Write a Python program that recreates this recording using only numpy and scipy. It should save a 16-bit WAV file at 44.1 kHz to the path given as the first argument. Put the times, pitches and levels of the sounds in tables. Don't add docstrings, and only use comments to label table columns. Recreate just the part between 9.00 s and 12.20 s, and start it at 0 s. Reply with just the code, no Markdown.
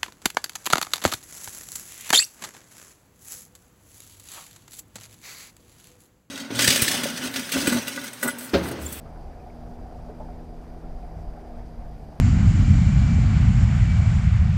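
import sys
import numpy as np
from scipy import signal
from scipy.io import wavfile
from scipy.ndimage import uniform_filter1d

SR = 44100
rng = np.random.default_rng(int(sys.argv[2]) if len(sys.argv) > 2 else 0)


def dump_mix(stems):
    frames = np.atleast_2d(stems).T
    limited = np.clip(frames, -1, 1)
    pcm = np.round(limited * 32767).astype(np.int16)
    wavfile.write(sys.argv[1], SR, pcm)


N = 141120
T = np.arange(N) / SR

# time_s, firing_hz
MOTOR_SPEED = [(0, 80.3), (.2, 80.64), (.45, 79.4), (.75, 79.87), (1.05, 80.74), (1.5, 80.7), (1.85, 80.76),
               (2.3, 79.94), (2.6, 79.1), (2.8, 77.1), (3.0, 74.2), (3.2, 73.3)]
# time_s, lowest_two_db, third_db, higher_db
HUM_LEVELS = [(0, -50.5, -55.5, -69.5), (.2, -51, -56, -56.5), (.3, -56, -55, -62), (.7, -49.5, -47, -58),
              (.9, -56, -53, -55.5), (1.0, -47.5, -48.5, -60.5), (1.42, -50.5, -50, -54),
              (1.64, -52, -54.5, -63.5), (1.86, -46, -50.5, -52), (2.0, -59, -53, -66),
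              (2.12, -46, -63.5, -58.5), (2.3, -48.5, -53, -55.5), (2.58, -54, -48.5, -58.5),
              (2.9, -49, -51.5, -58), (3.2, -49, -53, -62)]
# firing_multiple, offset_db
HUM_PARTIALS = [(1, -11), (2, -1), (3, -0.5), (4, 0), (5, -4.5), (6, -4), (7, -15.5), (9, -7.5),
                (10, -14.5)]
# centre_hz, width_hz, level_db
RUSH_RESONANCES = [(621, 140, -54.5), (709, 84, -54.5), (759, 160, -59.5)]
# time_s, gain_db
RUSH_SWELL = [(0, 2), (.35, 1.5), (.5, 0), (1.25, 1.5), (1.55, -1.5), (1.75, 0), (2.05, 1), (2.55, 2.5),
              (2.68, -1), (2.82, 1), (2.97, -2), (3.2, 1.5)]
# start_s, pitch_hz, level_db, t60_s, churn_ratio, rise_s
HULL_SLAPS = [(.462, 722, -33.5, 0.074, 0.24, 0.0023), (.625, 713, -41, 0.075, .15, .003),
              (.855, 747, -34.5, 0.071, .15, .003), (.955, 730, -31, .07, 0.14, 0.0062),
              (1.08, 592, -31, .06, 0.48, 0.0055), (1.095, 438, -26, 0.053, 0.3, .005),
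              (1.202, 872, -34.5, 0.13, 0.25, .002), (1.203, 614, -33, .11, .15, 0.0025),
              (1.286, 721, -32.5, 0.11, 0.14, 0.0062), (1.515, 692.6, -35, .16, 0.11, 0.016),
              (2.024, 716.3, -30.5, 0.15, 0.2, 0.016)]
# start_s, centre_hz, level_db, rise_s, t60_s
SMALL_SPLASHES = [(0.056, 1240, -46.5, .007, .083), (0.154, 1340, -47.5, 0.0058, 0.067),
                  (.33, 1700, -51, .002, 0.046), (.392, 2430, -55, 0.0044, .07),
                  (.43, 2350, -58, .005, 0.043), (.499, 2200, -50.5, 0.0023, 0.038),
                  (.658, 1200, -51, .005, .07), (.785, 1020, -46, 0.0091, 0.094),
                  (.91, 1400, -50, .004, 0.038), (.987, 930, -42, .002, 0.037),
                  (1.082, 990, -49, .003, 0.047), (1.136, 1330, -47, 0.0027, .045),
                  (1.204, 1350, -50, .002, .04), (1.28, 1350, -49, 0.0062, 0.071),
                  (1.825, 1380, -52, .01, .1), (2.355, 1401, -50, 0.016, 0.17),
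                  (2.56, 1750, -51, 0.026, 0.18), (2.841, 1490, -48, .01, 0.093)]
# time_s, rumble_db, flutter_db
MIC_GUSTS = [(0, -47, -46), (.28, -39.5, -49.5), (.42, -50.5, -48), (.68, -40.5, -48), (.95, -42, -46.5),
             (1.3, -40.5, -47), (1.62, -41.5, -55), (1.8, -40, -60), (1.94, -35, -53), (2.07, -39.5, -51),
             (2.17, -42, -43), (2.25, -29, -45.5), (2.34, -40, -48), (2.45, -43.5, -65), (2.59, -35.5, -46),
             (2.7, -43, -56), (2.81, -35, -46), (3.0, -43.5, -46.5), (3.2, -44, -46.5)]
# frequency_hz, relative_density_db
RUMBLE_SPECTRUM = [(12, -47), (20, -39), (28, -39), (36, -43.5), (46, -39.5), (60, -44), (80, -56),
                   (120, -75)]
# frequency_hz, relative_density_db
FLUTTER_SPECTRUM = [(55, -1.5), (75, 1), (100, -1), (130, -11.5), (200, -15)]
# frequency_hz, relative_density_db
WASH_SPECTRUM = [(100, -57.5), (140, -57.5), (190, -57.5), (280, -61), (350, -62), (450, -61), (560, -67.5),
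                 (850, -69), (1000, -96.5), (1200, -75), (1600, -81), (2000, -84), (2400, -83.5),
                 (3000, -105.5), (5000, -115)]
# centre_hz, width_hz, level_db
WHINE_BANDS = [(4740, 10, -88), (4796, 54, -79.5), (4810, 530, -77), (9550, 110, -89)]
# frequency_hz, relative_density_db
HISS_SPECTRUM = [(1500, -100), (3000, -94), (4300, -94.5), (5100, -92.5), (6200, -97), (7300, -100.5),
                 (10000, -101), (11800, -103.5), (13400, -102.5), (15000, -110)]


def motor():
    firing_hz = in_time(MOTOR_SPEED) + .08 * drift(7.9)
    phase = 2 * np.pi * np.cumsum(firing_hz) / SR
    return shore_echo(motor_hum(phase)) + motor_rush(phase)


def motor_hum(phase, waver_db=.5):
    low_db, third_db, high_db = (in_time(HUM_LEVELS, column) for column in (1, 2, 3))
    hum = 0
    for multiple, offset_db in HUM_PARTIALS:
        group_db = low_db if multiple <= 2 else third_db if multiple == 3 else high_db
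        gain = from_db(group_db + offset_db + waver_db * drift(2.5))
        hum += gain * np.sin(multiple * phase + 2 * np.pi * rng.random())
    return np.sqrt(2) * hum


def shore_echo(hum, delay_s=.31, echo_db=-13.5):
    fade_in = np.clip(T / delay_s - 1, 0, 1)
    return hum + from_db(echo_db) * fade_in * np.interp(T - delay_s, T, hum)


def motor_rush(phase, throb_depth=.2, waver_db=.5):
    throb = (1 + throb_depth * np.cos(phase)) * from_db(waver_db * drift(22))
    rush = sum(from_db(db) * noise_band(hz, width, 4 * width, throb) for hz, width, db in RUSH_RESONANCES)
    return from_db(in_time(RUSH_SWELL)) * rush


def hull_slaps(glide_per_s=.061, churn_width_hz=276):
    out = 0
    for start_s, hz, db, t60_s, churn_ratio, rise_s in HULL_SLAPS:
        age = T - start_s
        note = np.sin(2 * np.pi * hz * age * (1 + glide_per_s * age / 2))
        churn = noise_band(hz, churn_width_hz, churn_width_hz)
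        out += from_db(db) * burst(start_s, rise_s, t60_s) * (note + churn_ratio * churn)
    return out


def splashes(width_hz=340):
    return sum(from_db(db) * burst(start_s, rise_s, t60_s) * noise_band(hz, width_hz, width_hz)
               for start_s, hz, db, rise_s, t60_s in SMALL_SPLASHES)


def bubbles(per_s=350, level_db=-65.5, pitch_count=18):
    strength = from_db(4 * np.minimum(rng.exponential(1, N), 3))
    polarity = rng.choice([-1, 1], N)
    kicks = strength * polarity * (rng.random(N) < per_s / SR)
    pitch_index = rng.integers(0, pitch_count, N)
    rings = sum(resonate(kicks * (pitch_index == k), hz, width_hz=hz / 11.5) / hz ** 1.98
                for k, hz in enumerate(np.geomspace(800, 2600, pitch_count)))
    return from_db(level_db) * rms_one(rings)


def microphone_wind(even_s=.06, rumble_trim_db=1.5, flutter_trim_db=.5):
    rumble = shaped_noise(RUMBLE_SPECTRUM)
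    local_power = uniform_filter1d(rumble ** 2, int(even_s * SR))
    rumble = rms_one(rumble / np.sqrt(local_power + 1))
    rumble_gain = from_db(in_time(MIC_GUSTS) + rumble_trim_db)
    flutter_gain = from_db(in_time(MIC_GUSTS, column=2) + flutter_trim_db)
    return rumble_gain * rumble + flutter_gain * shaped_noise(FLUTTER_SPECTRUM)


def far_wash(level_db=-49.5):
    gain = from_db(level_db + in_time(RUSH_SWELL) / 2)
    return gain * shaped_noise(WASH_SPECTRUM, flicker_db=1, flicker_hz=6.2)


def whine():
    return sum(from_db(db) * noise_band(hz, width, 4 * width) for hz, width, db in WHINE_BANDS)


def hiss(level_db=-69):
    return from_db(level_db) * shaped_noise(HISS_SPECTRUM, flicker_db=1, flicker_hz=24.5)


def crackle(ticks_per_s=64, level_db=-69, t60_s=.006):
    ticks = (rng.random(N) < ticks_per_s / SR) * rng.uniform(.65, 1, N)
    decay = np.exp(-np.log(1000) / (t60_s * SR))
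    envelope = signal.lfilter([1], [1, -decay], ticks + 1e-18)
    treble = rms_one(resonate(rng.standard_normal(N), hz=11500, width_hz=6000))
    return from_db(level_db) * envelope * treble


def from_db(db):
    return 10 ** (np.asarray(db) / 20)


def rms_one(x):
    return x / np.sqrt(np.mean(x ** 2) + 1e-20)


def in_time(rows, column=1):
    columns = np.transpose(rows)
    return np.interp(T, columns[0], columns[column])


def burst(start_s, rise_s, t60_s):
    age = np.maximum(T - start_s, 0)
    return (1 - np.exp(-age / rise_s)) * np.exp(-np.log(1000) * age / t60_s)


def drift(rate_hz, step=40, settle=2000):
    pole = np.exp(-2 * np.pi * rate_hz * step / SR)
    white = rng.standard_normal(N // step + settle + 2)
    slow = signal.lfilter([1], [1, -2 * pole, pole ** 2], white)[settle:]
    return np.interp(np.arange(N) / step, np.arange(len(slow)), rms_one(slow - slow.mean()))


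def resonate(x, hz, width_hz):
    radius = np.exp(-np.pi * width_hz / SR)
    feedback = [1, -2 * radius * np.cos(2 * np.pi * hz / SR), radius ** 2]
    return signal.lfilter(np.array([1, 0, -1]) * (1 - radius ** 2) / 2, feedback, x + 1e-18)


def noise_band(hz, width_hz, skirt_hz, drive=1):
    band = resonate(drive * rng.standard_normal(N), hz, width_hz)
    return rms_one(resonate(band, hz, skirt_hz))


def shaped_noise(spectrum, flicker_db=0, flicker_hz=9):
    hz, db = np.transpose(spectrum)
    edges = 12 * 2 ** (np.arange(33) / 3)
    white = rng.standard_normal((2, N + SR // 2))
    shared_flicker = drift(flicker_hz / 2) / 2
    out = 0
    for k, (low, high) in enumerate(zip(edges, edges[1:])):
        centre = np.sqrt(low * high)
        octaves_outside = abs(np.log2(centre / np.clip(centre, hz[0], hz[-1])))
        level_db = np.interp(np.log(centre), np.log(hz), db) - 24 * octaves_outside
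        bandpass = signal.butter(2, [low, high], "band", fs=SR, output="sos")
        band = signal.sosfilt(bandpass, white[k % 2])[-N:]
        out += band * from_db(level_db + flicker_db * (shared_flicker + drift(flicker_hz)))
    return rms_one(out)


def scene():
    background = far_wash() + microphone_wind() + hiss() + crackle()
    return (motor() + whine() + hull_slaps() + splashes() + bubbles() + background)[None]


def record(dry, fade_s=.004, cutoff_hz=15150):
    fade = np.minimum(1, np.minimum(T, T[::-1]) / fade_s)
    lowpass = signal.ellip(12, .1, 80, cutoff_hz, fs=SR, output="sos")
    return signal.sosfilt(lowpass, dry * fade)


dry = scene()
out = record(dry)
dump_mix(out)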